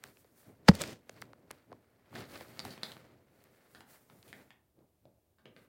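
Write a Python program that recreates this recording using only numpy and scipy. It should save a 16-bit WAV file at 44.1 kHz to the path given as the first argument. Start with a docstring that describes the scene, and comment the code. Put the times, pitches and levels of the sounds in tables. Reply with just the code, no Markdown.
"""A small carpeted room, where someone steps around with a camera in hand. A finger bumps the case
with a loud thump and slides off it, and the case ticks under the grip. These knocks reach the microphone
as bending waves in the camera's shell, treble first. Small things click underfoot, heard through the air
with the room's echo. Soft steps, rustling clothes and the quiet of the house lie underneath."""
import sys
import numpy as np
from scipy import signal
from scipy.fft import rfft, irfft
from scipy.io import wavfile

SR = 44100
rng = np.random.default_rng(int(sys.argv[2]) if len(sys.argv) > 2 else 0)


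def unload_wav(signal):
    """Save mono or channel-first audio to the path in sys.argv[1] as 16-bit WAV at rate SR, clipped to [-1, 1]."""
    wavfile.write(
        sys.argv[1],
        SR,
        np.round(np.clip(np.atleast_2d(signal).T, -1, 1) * 32767).astype(np.int16),
    )


N = 250488
SIZE = 16384  # samples of working space for one knock or echo
TIME = np.arange(N) / SR
SCENE_HZ = np.maximum(np.fft.rfftfreq(N, 1 / SR), 1)
KNOCK_HZ = np.maximum(np.fft.rfftfreq(SIZE, 1 / SR), 1)

# The tone of the camera's shell: pitch_hz, relative_db
SHELL_TONE = [(30, -40), (200, -6.5), (500, 5.5), (1100, 2), (2000, -0.5), (3200, -7.5), (4700, -6),
              (6500, -15), (9000, -18.5), (16000, -29.5)]
# Arm moves that rub the clothes and shift the hand: time_s, hold_s, cloth_relative_db, skin_relative_db
ARM_MOVES = [(0.055, 0.022, -63.5, -67), (0.191, 0.012, -78, -66), (0.376, .035, -73.5, -65.5),
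             (0.465, 0.023, -70.5, -76), (1.103, 0.12, -65.5, -74), (1.518, 0.039, -67, -76.5),
             (2.169, 0.037, -53, -62), (2.32, 0.097, -56.5, -60.5), (2.484, 0.17, -63, -66),
             (2.617, 0.11, -57, -63), (2.847, 0.089, -58.5, -63.5), (3.02, 0.079, -67, -99),
             (3.36, 0.34, -74, -77), (3.713, 0.093, -79, -70.5), (3.911, 0.034, -66, -63),
             (4.08, 0.13, -75.5, -72.5), (4.258, 0.15, -68.5, -69), (5.58, .05, -73, -78)]
ARM_ATTACK_S, ARM_FALL_DB_PER_S = 0.032, 139.5


def undb(db):
    """Turn decibels into a gain to multiply by."""
    return 10 ** (np.asarray(db) / 20)


def unit(x):
    """Scale a signal to an average strength (rms) of 1."""
    return x / np.std(x)


def along(points, hz):
    """Read between (pitch, value) points, with octaves evenly spaced."""
    pitches, values = np.transpose(points)
    return np.interp(np.log(hz), np.log(pitches), values)


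def colour(x, tone):
    """Shape a sound's bass and treble, and scale it to strength 1."""
    return unit(irfft(rfft(x) * undb(along(tone, SCENE_HZ)), N))


def add(out, start_s, x, peak_db):
    """Mix x into out at the given time and peak level."""
    start = int(start_s * SR)
    part = x[:N - start]
    out[start:start + len(part)] += part * undb(peak_db) / np.abs(x).max()


def wander(turns_per_s):
    """A curve that drifts at random, with a spread near 1."""
    knots = rng.standard_normal(4096)
    return unit(np.interp(TIME * turns_per_s, np.arange(len(knots)), knots))


def contact(tone, bright_db, pitch_hz, ring_db, ring_q):
    """Spectrum of one hit: each has its own brightness, and the spot that is hit rings at its own pitch."""
    octaves = np.log2(np.maximum(KNOCK_HZ, 400) / 1000)
    log_gain = np.log(undb(along(tone, KNOCK_HZ) + bright_db * octaves))
    # keeping half the cepstrum means nothing sounds before the hit
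    cepstrum = irfft(log_gain)[:SIZE // 2]
    ring = 1 + undb(ring_db) / (1 + 1j * ring_q * (KNOCK_HZ / pitch_hz - pitch_hz / KNOCK_HZ))
    return np.exp(rfft(2 * cepstrum, SIZE) - cepstrum[0]) * ring


def bend(spectrum, lag_s):
    """High bending waves travel faster than low ones, so a knock becomes a short falling chirp."""
    turns = lag_s * (2 * np.sqrt(1000 * KNOCK_HZ) - KNOCK_HZ * np.sqrt(2000 / SR))
    return irfft(spectrum * np.exp(-2j * np.pi * turns))[:SIZE // 2]


def scatter(share_db, decay_s):
    """Spectrum of a pulse followed by a dying cloud of reflections."""
    cloud = rng.standard_normal(SIZE) * np.exp(-np.arange(SIZE) / SR / decay_s)
    return 1 + undb(share_db) * rfft(cloud) / np.linalg.norm(cloud)


def pops(per_s, spread_db, max_spreads):
    """Tiny pulses of uneven size at random times."""
    sizes = undb(spread_db * np.minimum(rng.exponential(size=N), max_spreads))
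    signs = rng.choice([-1, 1], N)
    return sizes * signs * (rng.random(N) < per_s / SR)


def friction(grains_per_s, spread_db, grain_db, flutter_db, flutter_per_s):
    """Surfaces catch and slip: lone grains over a dense hiss, at an uneven level."""
    grains = unit(pops(grains_per_s, spread_db, max_spreads=4))
    rub = rng.standard_normal(N) + undb(grain_db) * grains
    return rub * undb(flutter_db * wander(flutter_per_s))


def strokes(rows, attack_s, fall_db_per_s):
    """Loudness curve of strokes: each swells up to its time, holds, then dies away."""
    power = np.zeros(N)
    for time_s, hold_s, level_db in rows:
        swell = np.exp(np.minimum(TIME - time_s, 0) / attack_s)
        fall_db = fall_db_per_s * np.maximum(TIME - time_s - hold_s, 0)
        power += (swell * undb(level_db - fall_db)) ** 2
    return np.sqrt(power)


def stirring(level_db, still_s=4.5, fall_db_per_s=117):
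    """Loudness curve of faint, steady motion that settles once the walker stands still."""
    return undb(level_db - fall_db_per_s * np.maximum(TIME - still_s, 0))


def quiet_house(level_db=-75.5):
    """The house makes a faint, steady, low noise."""
    # The tone of the quiet: pitch_hz, relative_db
    house_tone = [(15, -47.5), (25, -17.5), (64, -1), (97, 0.5), (170, -9), (373, -7), (463, -11),
                  (754, -15.5), (1040, -23), (1560, -26), (5000, -29.5), (6920, -30), (16000, -25)]
    return colour(rng.standard_normal(N), house_tone) * undb(level_db)


def room_echo(x, gap_s=0.0048):
    """Reflections blur into a short tail, and the treble dies first."""
    # How long the room takes to fade by 60 dB: pitch_hz, fade_s
    fade_times = [(100, 0.45), (500, 0.6), (2000, 0.3), (5000, 0.21), (15000, 0.12)]
    pitches, fades = np.transpose(fade_times)
    t, tail = np.arange(SIZE) / SR, np.zeros(SIZE)
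    noise = rfft(rng.standard_normal(SIZE))
    for fade_s, one_band in zip(fades, np.eye(len(fades))):
        band = along(np.column_stack([pitches, one_band]), KNOCK_HZ)
        tail += irfft(noise * band) * undb(-60 * t / fade_s)
    tail *= t > gap_s
    return signal.fftconvolve(x, tail / np.linalg.norm(tail))[:N]


def footsteps():
    """Feet press softly on the carpet and make a low rumble."""
    # Steps and shifts of weight: time_s, hold_s, level_db
    steps = [(0.052, 0.043, -63), (0.482, 0.028, -58.5), (0.605, 0.12, -63), (0.843, 0.076, -53.5),
             (1.101, .07, -63), (1.209, 0.1, -60), (1.381, 0.13, -66), (1.71, 0.02, -57.5),
             (2.144, 0.068, -47.5), (2.316, 0.1, -54), (2.467, .1, -60), (2.649, 0.03, -48),
             (2.76, 0.4, -61.5), (3.299, 0.23, -71), (3.757, 0.033, -62), (4.102, 0.18, -66.5),
             (4.291, 0.11, -61.5), (4.788, 0.027, -62.5), (5.06, 0.027, -66), (5.462, 0.02, -65.5),
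             (5.569, .06, -69)]
    # The dull tone of feet on carpet: pitch_hz, relative_db
    tread_tone = [(25, -45), (50, -26), (80, -5), (115, 2), (165, -4), (235, -1.5), (380, -5), (600, -9.5),
                  (1200, -24.5), (3000, -47)]
    weight = np.hypot(strokes(steps, attack_s=0.019, fall_db_per_s=209.5), stirring(-72))
    noise = rng.standard_normal(N) * undb(0.79 * wander(25))
    return colour(noise, tread_tone) * weight


def crinkles():
    """Creases in the moving cloth give way with little snaps."""
    # The tone of the snaps: pitch_hz, relative_db
    snap_tone = [(200, -15), (800, -4), (2000, -3), (3200, -7), (4600, 0), (6500, -13), (16000, -26)]
    snaps = pops(per_s=70, spread_db=4, max_spreads=2)
    smear = irfft(scatter(share_db=2.17, decay_s=0.002))
    return colour(signal.fftconvolve(snaps, smear)[:N], snap_tone)


def rustling_clothes(brisk_db=-56, brightening=0.37):
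    """Fibres rub as the arms move; brisk rubbing brings out a bright swish and crinkles."""
    # The tone of soft rubbing: pitch_hz, relative_db
    cloth_tone = [(150, -15), (250, -2.5), (550, 4.5), (950, -4.5), (1400, -2.5), (2200, -5), (3000, -19.5),
                  (6000, -27.5), (16000, -40)]
    # The tone of brisk rubbing: pitch_hz, relative_db
    swish_tone = [(500, -15), (1000, -2.5), (2000, -1), (3000, 0), (4500, -2), (6500, -13), (16000, -24)]
    moves = [(time_s, hold_s, cloth_db) for time_s, hold_s, cloth_db, _ in ARM_MOVES]
    rub = np.hypot(strokes(moves, ARM_ATTACK_S, ARM_FALL_DB_PER_S), stirring(-76.5))
    fibres = friction(grains_per_s=200, spread_db=2, grain_db=-5, flutter_db=2, flutter_per_s=50)
    cloth = colour(fibres, cloth_tone) * undb(-1.5)
    swish = colour(fibres, swish_tone) * undb(-5.5) + crinkles() * undb(-9)
    briskness = (rub / undb(brisk_db)) ** brightening
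    return (cloth + swish * briskness) * rub


def shifting_hand():
    """Skin slips on the case with a thin hiss as the arms move."""
    # The tone of slipping skin: pitch_hz, relative_db
    hiss_tone = [(1500, -15), (4000, -5), (8000, -0.5), (12000, 0.5), (15500, 1.5)]
    moves = [(time_s, hold_s, skin_db) for time_s, hold_s, _, skin_db in ARM_MOVES]
    slip = np.hypot(strokes(moves, ARM_ATTACK_S, ARM_FALL_DB_PER_S), stirring(-90))
    skin = friction(grains_per_s=1500, spread_db=2.5, grain_db=-9.5, flutter_db=1.5, flutter_per_s=40)
    return colour(skin, hiss_tone) * slip * undb(0.87)


def floor_clicks():
    """Small things crack and ring underfoot. Returns the direct sound and the sound sent to the room."""
    # Clicks and creaks: start_s, peak_db, bright_db_per_octave, pitch_hz, room_relative_db
    clicks = [(2.1530, -34, -0.5, 4720, 1), (2.1650, -33.5, -2.5, 1910, -8), (2.2130, -41, 0, 4500, -3),
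              (2.3570, -44, 2.5, 4300, -4.5), (2.5935, -21, 3, 4860, -14.5), (2.6006, -32, 1, 4600, -2.5),
              (2.6515, -32.5, 9, 11000, -1.5), (2.7056, -42.5, 4.5, 4500, 4),
              (2.7782, -38.5, -0.5, 1900, -4), (2.8330, -20, 2.5, 4250, -3),
              (2.9188, -32.5, 3.5, 3800, -7.5), (2.9680, -37.5, 0, 1210, -12), (3.7490, -41, 3, 1406, 3),
              (3.8069, -39.5, 3, 900, -2.5), (4.0997, -46, 0, 1210, -2), (4.2795, -48.5, 10, 2460, 6.5),
              (4.3291, -33.5, 2, 1983, -3.5), (4.5057, -43, 0.5, 2055, -1), (4.7900, -58.5, -3.5, 802, -3),
              (5.0545, -49, -2, 561, -6), (5.3850, -59.5, 0, 850, 5), (5.4561, -43, -2.5, 2900, 0.5),
              (5.5644, -43, -1, 2100, 1.5)]
    # The tone they share: pitch_hz, relative_db
    click_tone = [(50, -30.5), (110, 5.5), (230, 12), (380, -2), (600, 6), (1000, -1.5), (2200, -4.5),
                  (2800, -6.5), (3700, -6), (4500, -7.5), (6000, -20.5), (9000, -20), (16000, -36.5)]
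    direct, to_room = np.zeros(N), np.zeros(N)
    for start_s, peak_db, bright_db, pitch_hz, room_db in clicks:
        knock = contact(click_tone, bright_db, pitch_hz, ring_db=9.5, ring_q=4.53)
        # a distant click has more room in it and is smeared longer by nearby surfaces
        smear = scatter(share_db=4 + room_db, decay_s=0.0025 * undb(0.65 * room_db))
        crack = irfft(knock * smear)[:SIZE // 2]
        add(direct, start_s, crack, peak_db)
        add(to_room, start_s, crack, peak_db + room_db)
    return direct, to_room


def grip_ticks():
    """The case ticks under the grip, and each tick runs through the shell."""
    # Ticks of the case: start_s, peak_db, bright_db_per_octave, pitch_hz
    ticks = [(0.0381, -34.5, 5, 1440), (0.17, -52.5, -1, 2550), (0.2446, -58, -1, 480),
             (.7130, -32, -9.5, 2200), (0.7520, -30.5, 10.5, 4180), (.8175, -18.5, 6, 7700),
             (0.822, -31, 3, 7740), (.8370, -27, 1.5, 2340), (0.8763, -37, 8, 5500),
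             (1.093, -39, -5.5, 2620), (1.0950, -37.5, 3, 7040), (1.217, -39, 9, 5190),
             (1.2208, -32, -0.5, 2190), (1.3320, -45, -0.5, 1445), (1.5061, -37, -2, 2115),
             (1.5112, -32.5, 4, 10490), (1.7170, -40, -6, 709), (1.7271, -41, -2.5, 1057),
             (2.1271, -46, -6.5, 1085), (2.1563, -35, 1, 1769), (2.408, -40, -0.5, 486),
             (2.6502, -35, 1, 790), (3.4397, -50, 8, 13030), (4.2276, -48.5, 4, 3960)]
    out = np.zeros(N)
    for start_s, peak_db, bright_db, pitch_hz in ticks:
        knock = contact(SHELL_TONE, bright_db, pitch_hz, ring_db=7, ring_q=5.8)
        knock *= scatter(share_db=-6.5, decay_s=0.0012)
        add(out, start_s, bend(knock, lag_s=0.0029), peak_db)
    return out


def finger_slide():
    """Skin scrapes over the case after the bump."""
    # The finger lands, then slides, pressing hard briefly midway: time_s, hold_s, level_db
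    scrapes = [(0.682, 0.011, -45.5), (0.74, 0.18, -48.5), (0.806, .012, -38)]
    # The tone of the scrape: pitch_hz, relative_db
    slide_tone = [(30, -20), (90, -2), (200, -0.5), (400, -1), (570, 0.5), (850, -10.5), (2000, -9),
                  (4400, -13), (7700, -17.5), (11000, -25.5), (16000, -25.5)]
    skin = friction(grains_per_s=1300, spread_db=4, grain_db=-6.5, flutter_db=1.52, flutter_per_s=140)
    return colour(skin, slide_tone) * strokes(scrapes, attack_s=0.0099, fall_db_per_s=351.5)


def finger_bump():
    """A finger lands on the case in a few quick hits that run through the shell."""
    # The hits: start_s, peak_db, bright_db_per_octave, pitch_hz
    hits = [(0.6796, -29.5, 4.5, 4800), (0.6842, -26, 4, 4666), (0.6828, -11.5, -3, 1770),
            (0.685, -11.5, -1, 1159), (0.6864, -6.5, -0.5, 4900), (0.689, -23.5, 3.5, 4488),
            (0.693, -25, 3.5, 4710)]
    out = np.zeros(N)
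    for start_s, peak_db, bright_db, pitch_hz in hits:
        knock = contact(SHELL_TONE, bright_db, pitch_hz, ring_db=3.5, ring_q=6)
        knock *= scatter(share_db=-6.5, decay_s=0.0036)
        add(out, start_s, bend(knock, lag_s=0.0028), peak_db)
    return out


def body_thump(start_s=0.6881, peak_db=-3, soft_hz=700):
    """The bump sets the whole camera swinging; the soft fingertip dulls the higher notes."""
    # The camera's low notes: pitch_hz, relative_db, fade_s (time to fall by 60 dB)
    notes = [(86, -21, .17), (178, 1.5, .05), (196, -12, 0.083), (330, -24, 0.052), (455, -13.5, 0.056),
             (558.4, -16.5, 0.072)]
    t, out = np.arange(SIZE) / SR, np.zeros(N)
    ring = sum(undb(db - 60 * t / fade_s) * np.cos(2 * np.pi * hz * t) for hz, db, fade_s in notes)
    soft_push = 1 / (1 + 1j * KNOCK_HZ / soft_hz) ** 2
    add(out, start_s, bend(rfft(ring) * soft_push, lag_s=0.0021), peak_db)
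    return out


def scene():
    """All the sounds meet at one microphone."""
    knocks = finger_bump() + grip_ticks() + body_thump()
    clicks, to_room = floor_clicks()
    echo = room_echo(undb(-3) * to_room + undb(-31.5) * knocks)
    quiet = quiet_house()
    movement = finger_slide() + footsteps() + rustling_clothes() + shifting_hand()
    return (quiet + echo + movement + clicks + knocks)[None]


def record(dry):
    """The camera cuts off the highest treble."""
    top_hz = 16000
    return signal.sosfilt(signal.ellip(10, 0.2, 70, top_hz, fs=SR, output="sos"), dry)


dry = scene()
out = record(dry)
unload_wav(out)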